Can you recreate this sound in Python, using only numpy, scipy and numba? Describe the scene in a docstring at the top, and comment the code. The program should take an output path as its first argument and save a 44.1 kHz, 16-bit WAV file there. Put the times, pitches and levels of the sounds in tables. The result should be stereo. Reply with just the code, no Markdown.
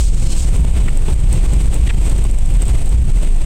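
"""Engine boom and cab shake open loud, with a jacket rustling, in a small truck on a rough dirt track.
Wandering sines and shaped noise make the bass; noise and random clicks make the tyres, wind, gravel and cloth.
Decaying noise bursts make dashboard bumps and grit ticks on the left; sliding noise bands knock on the right.
A faint thin tone whistles now and then. The passenger's phone limits it all, so road noise, gravel and
rattles swell up whenever the boom lets go."""
import sys
import numpy as np
from scipy import signal
from scipy.fft import rfft, irfft
from scipy.io import wavfile
from scipy.ndimage import uniform_filter1d, minimum_filter1d
from numba import njit

SR = 44100
rng = np.random.default_rng(int(sys.argv[2]) if len(sys.argv) > 2 else 0)


def put_to_file(sound):
    """Save the sound as 16-bit audio at rate SR, in the file named by the first command-line argument."""
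    columns = np.atleast_2d(sound).T  # one column per channel
    safe = np.clip(columns, -1, 1)
    whole_steps = np.round(safe * 32767)
    wavfile.write(sys.argv[1], SR, whole_steps.astype(np.int16))


N = 152145
TIME_S = np.arange(N) / SR
FREQ_HZ = np.maximum(np.fft.rfftfreq(N, 1 / SR), 1)


def undb(db):
    """Amplitude factor of a level in dB."""
    return 10 ** (np.asarray(db) / 20)


def level(x, rms_db):
    """Scale the whole signal to an RMS level."""
    return x * undb(rms_db) / np.sqrt(np.mean(x ** 2))


def curve(table, col=1):
    """A table column interpolated over time."""
    return np.interp(TIME_S, [row[0] for row in table], [row[col] for row in table])


def over_hz(table):
    """A table's second column interpolated over log frequency."""
    table_hz = np.maximum([row[0] for row in table], 1)
    return np.interp(np.log(FREQ_HZ), np.log(table_hz), [row[1] for row in table])


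def colour(x, table):
    """Shape by a spectrum; nothing at or below its first frequency."""
    return irfft(rfft(x) * undb(over_hz(table)) * (FREQ_HZ > table[0][0]), N)


def walk(rate_hz):
    """Random levels held 1 / rate_hz seconds and smoothed twice; standard deviation 1."""
    k = int(SR / rate_hz)
    steps = np.repeat(rng.standard_normal(N // k + 1), k)
    smooth = uniform_filter1d(uniform_filter1d(steps, k), k)[:N]
    return smooth / np.std(smooth)


def ring(x, hz, width_hz):
    """One resonance."""
    return signal.lfilter(*signal.iirpeak(hz, hz / width_hz, fs=SR), x)


def pan(left_over_right_db):
    """Left and right gains, half the difference on each."""
    return undb(np.array([[left_over_right_db], [-left_over_right_db]]) / 2)


# Likeness of left and right. Each row: frequency in Hz, correlation from -1 to 1.
LIKENESS = [(60, 0.9), (130, 0.98), (290, 0.79), (640, 0.65), (1410, -.3), (3100, 0.07), (6820, 0),
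            (15000, 0)]
# Balance of the ports. Each row: frequency in Hz, left over right in dB.
LEAN = [(100, -.3), (250, 1.5), (700, -.5), (1290, -.5), (2000, -8.5), (2900, -8), (4400, -3), (7000, 2),
        (8300, 7), (11000, 0), (15000, -1)]


def pair(a, b):
    """Two microphone ports: alike in the bass, unrelated in the treble, each with its own lean."""
    likeness = np.clip(over_hz(LIKENESS), -1, 1)
    mid = rfft(a) * np.sqrt((1 + likeness) / 2)
    side = rfft(b) * np.sqrt((1 - likeness) / 2)
    lean = undb(over_hz(LEAN) / 2)
    return irfft(np.array([(mid + side) * lean, (mid - side) / lean]), N)


def grains(rate_hz, spread_db):
    """Scattered clicks, a few much larger than the rest."""
    chance, size = rng.random((2, N))
    sizes = undb(-spread_db * np.log(1 - size))
    return (chance < rate_hz / SR) * sizes * rng.standard_normal(N)


# Cab shake. Each row: time in seconds, centre pitch in Hz, relative level in dB.
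SHAKE = [(0.0, 17.5, -5.5), (0.31, 19.5, -13.5), (1.69, 19.8, -13), (1.84, 16.1, -18), (2.78, 20, -13.5),
         (3.45, 20.9, -11)]
# Engine boom. Each row: time in seconds, centre pitch in Hz, relative level in dB.
BOOM = [(0.0, 40.03, 2.5), (0.14, 39.3, -17), (0.3, 50.05, -14.5), (0.52, 47.64, -16), (1.15, 54.28, -16.5),
        (1.58, 43.68, -18.5), (1.81, 42.84, -13), (3.01, 47.14, -15), (3.11, 43.96, -13), (3.45, 48.9, -20)]
# Broad bass drone spectrum. Each row: frequency in Hz, relative density in dB.
DRONE = [(12, -54), (20, 1), (54, -2), (86, -13.5), (118, -11), (174, -24), (300, -33), (390, -40.5),
         (660, -120)]
# Track jolts. Each row: time in seconds, gain on all the bass in dB.
JOLT = [(0, -2.5), (.02, 9), (.08, 13.5), (.17, 8), (.22, 4.5), (.27, 10), (.32, -0.5), (.35, 5),
        (.43, 5.5), (.53, 6), (.56, 0.5), (.59, 7.5), (.72, 7.5), (.77, -1.5), (.81, 4), (.9, 6.5),
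        (1.04, 8), (1.085, -2), (1.13, 8), (1.29, 8), (1.335, -1.5), (1.36, 10), (1.385, 4.5), (1.66, 5),
        (1.69, 10), (1.73, -1), (1.77, 4.5), (1.85, 6.5), (1.89, 3.5), (1.92, 9.5), (1.97, 7.5), (2.04, 3),
        (2.1, 0), (2.15, 8.5), (2.185, 3.5), (2.22, 6.5), (2.25, 5.5), (2.29, 8.5), (2.44, 9.5),
        (2.55, 4.5), (2.6, 9.5), (2.625, -7), (2.64, 10.5), (2.66, -1), (2.7, 4), (2.85, 7.5), (2.88, 7.5),
        (2.9, 7), (3.0, 9.5), (3.15, 9.5), (3.23, 2.5), (3.3, 10), (3.45, 7)]
DRONE_DB, BASS_SIDE_DB = -17, -28  # drone relative to the tones, side relative to mid
WANDER_SHARE, WANDER_RATE_HZ, THROB_DB = .16, 20, 3.5
STEADY_S = 0.056  # averaging span that evens the bass before the jolts


def wandering_tone(table):
    """A cab resonance as a sine whose pitch wanders and level throbs at random."""
    amplitude = np.sqrt(2) * undb(curve(table, col=2) + THROB_DB * walk(WANDER_RATE_HZ))
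    pitch_hz = curve(table) * (1 + WANDER_SHARE * walk(WANDER_RATE_HZ))
    return amplitude * np.sin(2 * np.pi * (rng.random() + np.cumsum(pitch_hz) / SR))


def drone(rms_db):
    """Broad low noise."""
    return level(colour(rng.standard_normal(N), DRONE), rms_db)


def bass():
    """Two cab resonances over a broad drone, evened in level, then pushed by the jolts."""
    mid = wandering_tone(SHAKE) + wandering_tone(BOOM) + drone(DRONE_DB)
    span = int(STEADY_S * SR)
    local_rms = np.sqrt(uniform_filter1d(uniform_filter1d(mid ** 2, span), span))
    mid = mid * mid.std() / local_rms
    side = drone(BASS_SIDE_DB + 10 * np.log10(np.mean(mid ** 2)))
    return np.array([mid + side, mid - side]) * undb(curve(JOLT))


# Road noise spectrum. Each row: frequency in Hz, relative density in dB.
ROAD = [(88, -31), (150, -4.5), (175, -0.5), (221, -12.5), (354, -11.5), (500, -16), (1050, -22.5),
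        (1820, -27), (2480, -24.5), (5310, -32.5), (6710, -29), (7600, -25), (8310, -19.5), (9000, -27.5),
        (9900, -34.5), (15800, -46)]
ROAD_DB, FLICKER_DB, FLICKER_RATE_HZ = -24.5, 0.5, 19
GRAVEL_DB, GRAVEL_RATE_HZ, GRAVEL_SPREAD_DB = -14, 650, 3  # level relative to the hiss, before colouring


def road_source():
    """Tyre and wind hiss plus gravel clicks under the floor."""
    gravel = level(grains(GRAVEL_RATE_HZ, GRAVEL_SPREAD_DB), GRAVEL_DB)
    return colour(rng.standard_normal(N) + gravel, ROAD)


def road():
    """Road noise at two ports; each octave band flickers in level on its own."""
    spectrum = rfft(level(pair(road_source(), road_source()), ROAD_DB))
    out = np.zeros((2, N))
    for low_hz in 125 * 2. ** np.arange(8):
        band = irfft(spectrum * (FREQ_HZ >= low_hz) * (FREQ_HZ < 2 * low_hz), N)
        out += band * undb(FLICKER_DB * walk(FLICKER_RATE_HZ))
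    return out


# Cloth spectrum. Each row: frequency in Hz, relative density in dB.
CLOTH = [(2000, -19.5), (3300, -11), (4600, -8), (5800, -7.5), (7000, -3.5), (8100, 0.5), (10700, -19.5),
         (14000, -26)]
# Jacket rustle. Each row: time in seconds, level in dB.
RUSTLE = [(0, -20), (.06, -18.5), (.12, -29), (.2, -27.5), (.26, -28), (.32, -24), (.36, -31), (.39, -18),
          (.43, -21), (.46, -30), (.52, -40)]
# Squeak resonances. Each row: frequency in Hz, width in Hz, relative level in dB.
SQUEAK_MODES = [(3060, 60, -4), (4080, 30, -3), (4330, 30, 0), (5210, 35, 0), (5800, 35, -3)]
# Squeak loudness. Each row: time in seconds, gain in dB.
SQUEAK_LEVEL = [(0, -60), (.2, -48), (.24, -43), (.33, -34), (.36, -45), (.52, -70)]


def rub():
    """Cloth friction as hiss and dense crackle."""
    crackle = level(grains(3000, 2), -4)
    return colour(rng.standard_normal(N) + crackle, CLOTH)


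def rustle():
    """Rubbing cloth with a brief thin squeak of noise through narrow resonances."""
    cloth = level(pair(rub(), rub()), 0) * undb(curve(RUSTLE))
    noise = rng.standard_normal((2, N))
    squeak = sum(level(ring(noise, hz, width_hz), db) for hz, width_hz, db in SQUEAK_MODES)
    squeak = squeak * undb(curve(SQUEAK_LEVEL))
    return (cloth + squeak) * (TIME_S < RUSTLE[-1][0])


def burst(start_s, db, decay_s):
    """Envelope with a sudden start and exponential decay."""
    return undb(db) * (TIME_S >= start_s) * np.exp(-np.clip(TIME_S - start_s, 0, 1) / decay_s)


# Dashboard bumps. Each row: start in seconds, level before smoothing in dB, decay time in seconds.
BUMPS = [(.56, -26, 0.029), (.645, -26, 0.0073), (.801, -23, 0.0081), (1.082, -18, 0.014),
         (1.335, -40, 0.044), (1.725, -24, 0.012), (2.25, -22, 0.0083)]
# Dashboard resonances. Each row: frequency in Hz, width in Hz, relative level in dB.
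BUMP_MODES = [(330, 440, 9.5), (690, 540, 2), (2430, 1800, -1.5)]


def rattle():
    """Short noisy shakes through the dashboard's resonances."""
    envelope = sum(burst(*row) for row in BUMPS)
    noise = rng.standard_normal(N)
    modes = [level(ring(ring(noise, hz, width_hz), hz, width_hz), db) for hz, width_hz, db in BUMP_MODES]
    return uniform_filter1d(envelope, size=80) * level(sum(modes), 0)


def bumps():
    """Dashboard thuds spread over both ports."""
    return pair(rattle(), rattle())


# Grit ticks. Each row: start in seconds, strike level before the resonances in dB.
TICKS = [(0.566, -19.5), (0.606, -24), (0.8937, -23), (0.9738, -20.5), (1.141, -18), (1.2014, -23),
         (1.3287, -18.5), (1.5352, -24), (1.6191, -22), (1.6662, -25), (1.743, -18.5), (2.0972, -22),
         (2.181, -22.5), (2.2409, -18.5), (2.3123, -16.5), (2.3869, -19), (2.4602, -22), (2.539, -26),
         (2.5696, -25), (2.621, -21), (2.6544, -22), (2.6812, -22.5), (2.8594, -25), (2.893, -16.5)]
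TICK_HZ, TICK_WIDTH_HZ, TICK_DECAY_S = 8270, 1100, .0025
TICK_SNAP_DB, TICK_AIR_DB = 20, -9
LEFT_PAN_DB = 5.5  # left over right


def ticks():
    """Grit strikes: a bright spit that rings the microphone port."""
    envelope = sum(burst(start_s, db, TICK_DECAY_S) for start_s, db in TICKS)
    spit = envelope * np.sign(rng.standard_normal((2, N)))
    snap = np.diff(envelope, prepend=0).clip(0) * undb(TICK_SNAP_DB)
    strike = spit + snap
    air = ring(strike, 9900, 6000)
    port = ring(ring(strike, TICK_HZ, TICK_WIDTH_HZ), TICK_HZ, TICK_WIDTH_HZ)
    port = port * np.sqrt(SR / np.pi / TICK_WIDTH_HZ)  # offsets the narrow filter's loss
    return (port + undb(TICK_AIR_DB) * air) * pan(LEFT_PAN_DB)


def swell(start_s, length_s):
    """A quick rise, a hold and a quick fall; also the progress from 0 to 1."""
    u = (TIME_S - start_s) / length_s
    return np.clip(4 * np.minimum(u, 1 - u), 0, 1), np.clip(u, 0, 1)


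# Loose plastic. Each row: start in seconds, RMS level of the hold before panning in dB,
# length in seconds, first ring in Hz, last ring in Hz.
KNOCKS = [(.876, -27, .02, 1700, 2200), (1.865, -31, .016, 2900, 2400), (1.888, -23, .026, 2900, 1600)]
KNOCK_PAN_DB = -8.5  # left over right
KNOCK_LOWPASS_HZ = 800  # half-width of the ring


def knock(start_s, db, length_s, from_hz, to_hz):
    """A short scraping clack: low noise shifted up to a broad ring that slides in pitch."""
    envelope, progress = swell(start_s, length_s)
    phase = 2 * np.pi * np.cumsum(from_hz + (to_hz - from_hz) * progress) / SR
    lowpass = signal.butter(2, KNOCK_LOWPASS_HZ, fs=SR)
    a, b = signal.lfilter(*lowpass, rng.standard_normal((2, N)))
    return envelope * level(a * np.cos(phase) + b * np.sin(phase), db)


def knocks():
    """Loose plastic clacks, stronger on the right."""
    return sum(knock(*row) for row in KNOCKS) * pan(KNOCK_PAN_DB)


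# Thin whistle. Each row: start in seconds, RMS level of the hold before panning in dB, length in seconds.
WHISTLE = [(1.42, -54, .085), (1.525, -51, .07), (1.7, -50, .09), (2.785, -47, .045)]
WHISTLE_HZ = 9880


def whistle():
    """A near-steady high sine, stronger on the left."""
    envelope = sum(undb(db) * swell(start_s, length_s)[0] for start_s, db, length_s in WHISTLE)
    pitch_hz = WHISTLE_HZ * (1 + .001 * walk(60))
    tone = np.sqrt(2) * np.sin(2 * np.pi * np.cumsum(pitch_hz) / SR)
    return envelope * tone * pan(LEFT_PAN_DB)


def scene():
    """All sources in the cab, summed in stereo."""
    return bass() + road() + rustle() + bumps() + ticks() + knocks() + whistle()


@njit
def hold(x, release):
    """Peak follower that sinks slowly."""
    peak, out = 0., np.empty(len(x))
    for i in range(len(x)):
        peak = max(x[i], peak * release)
        out[i] = peak
    return out


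LIMIT, RELEASE_S, ATTACK_S = 0.57, 0.029, 0.0034  # limit in amplitude, before the filters
LOW_CUT_HZ, TOP_HZ = 11.7, 15930


def record(dry):
    """A fast look-ahead limiter shared by both channels, then cuts of the deepest bass and the top."""
    peak = hold(np.abs(dry).max(axis=0), np.exp(-1 / (RELEASE_S * SR)))
    gain = np.minimum(1, LIMIT / (peak + 1e-9))
    k = int(ATTACK_S * SR)
    gain = uniform_filter1d(minimum_filter1d(gain, k), k)
    out = signal.lfilter(*signal.butter(1, LOW_CUT_HZ, "high", fs=SR), dry * gain)
    out = out * np.clip((N - np.arange(N)) / 200, 0, 1)  # fade over the last 200 samples
    return signal.sosfilt(signal.ellip(16, .2, 80, TOP_HZ, fs=SR, output="sos"), out)


dry = scene()
out = record(dry)
put_to_file(out)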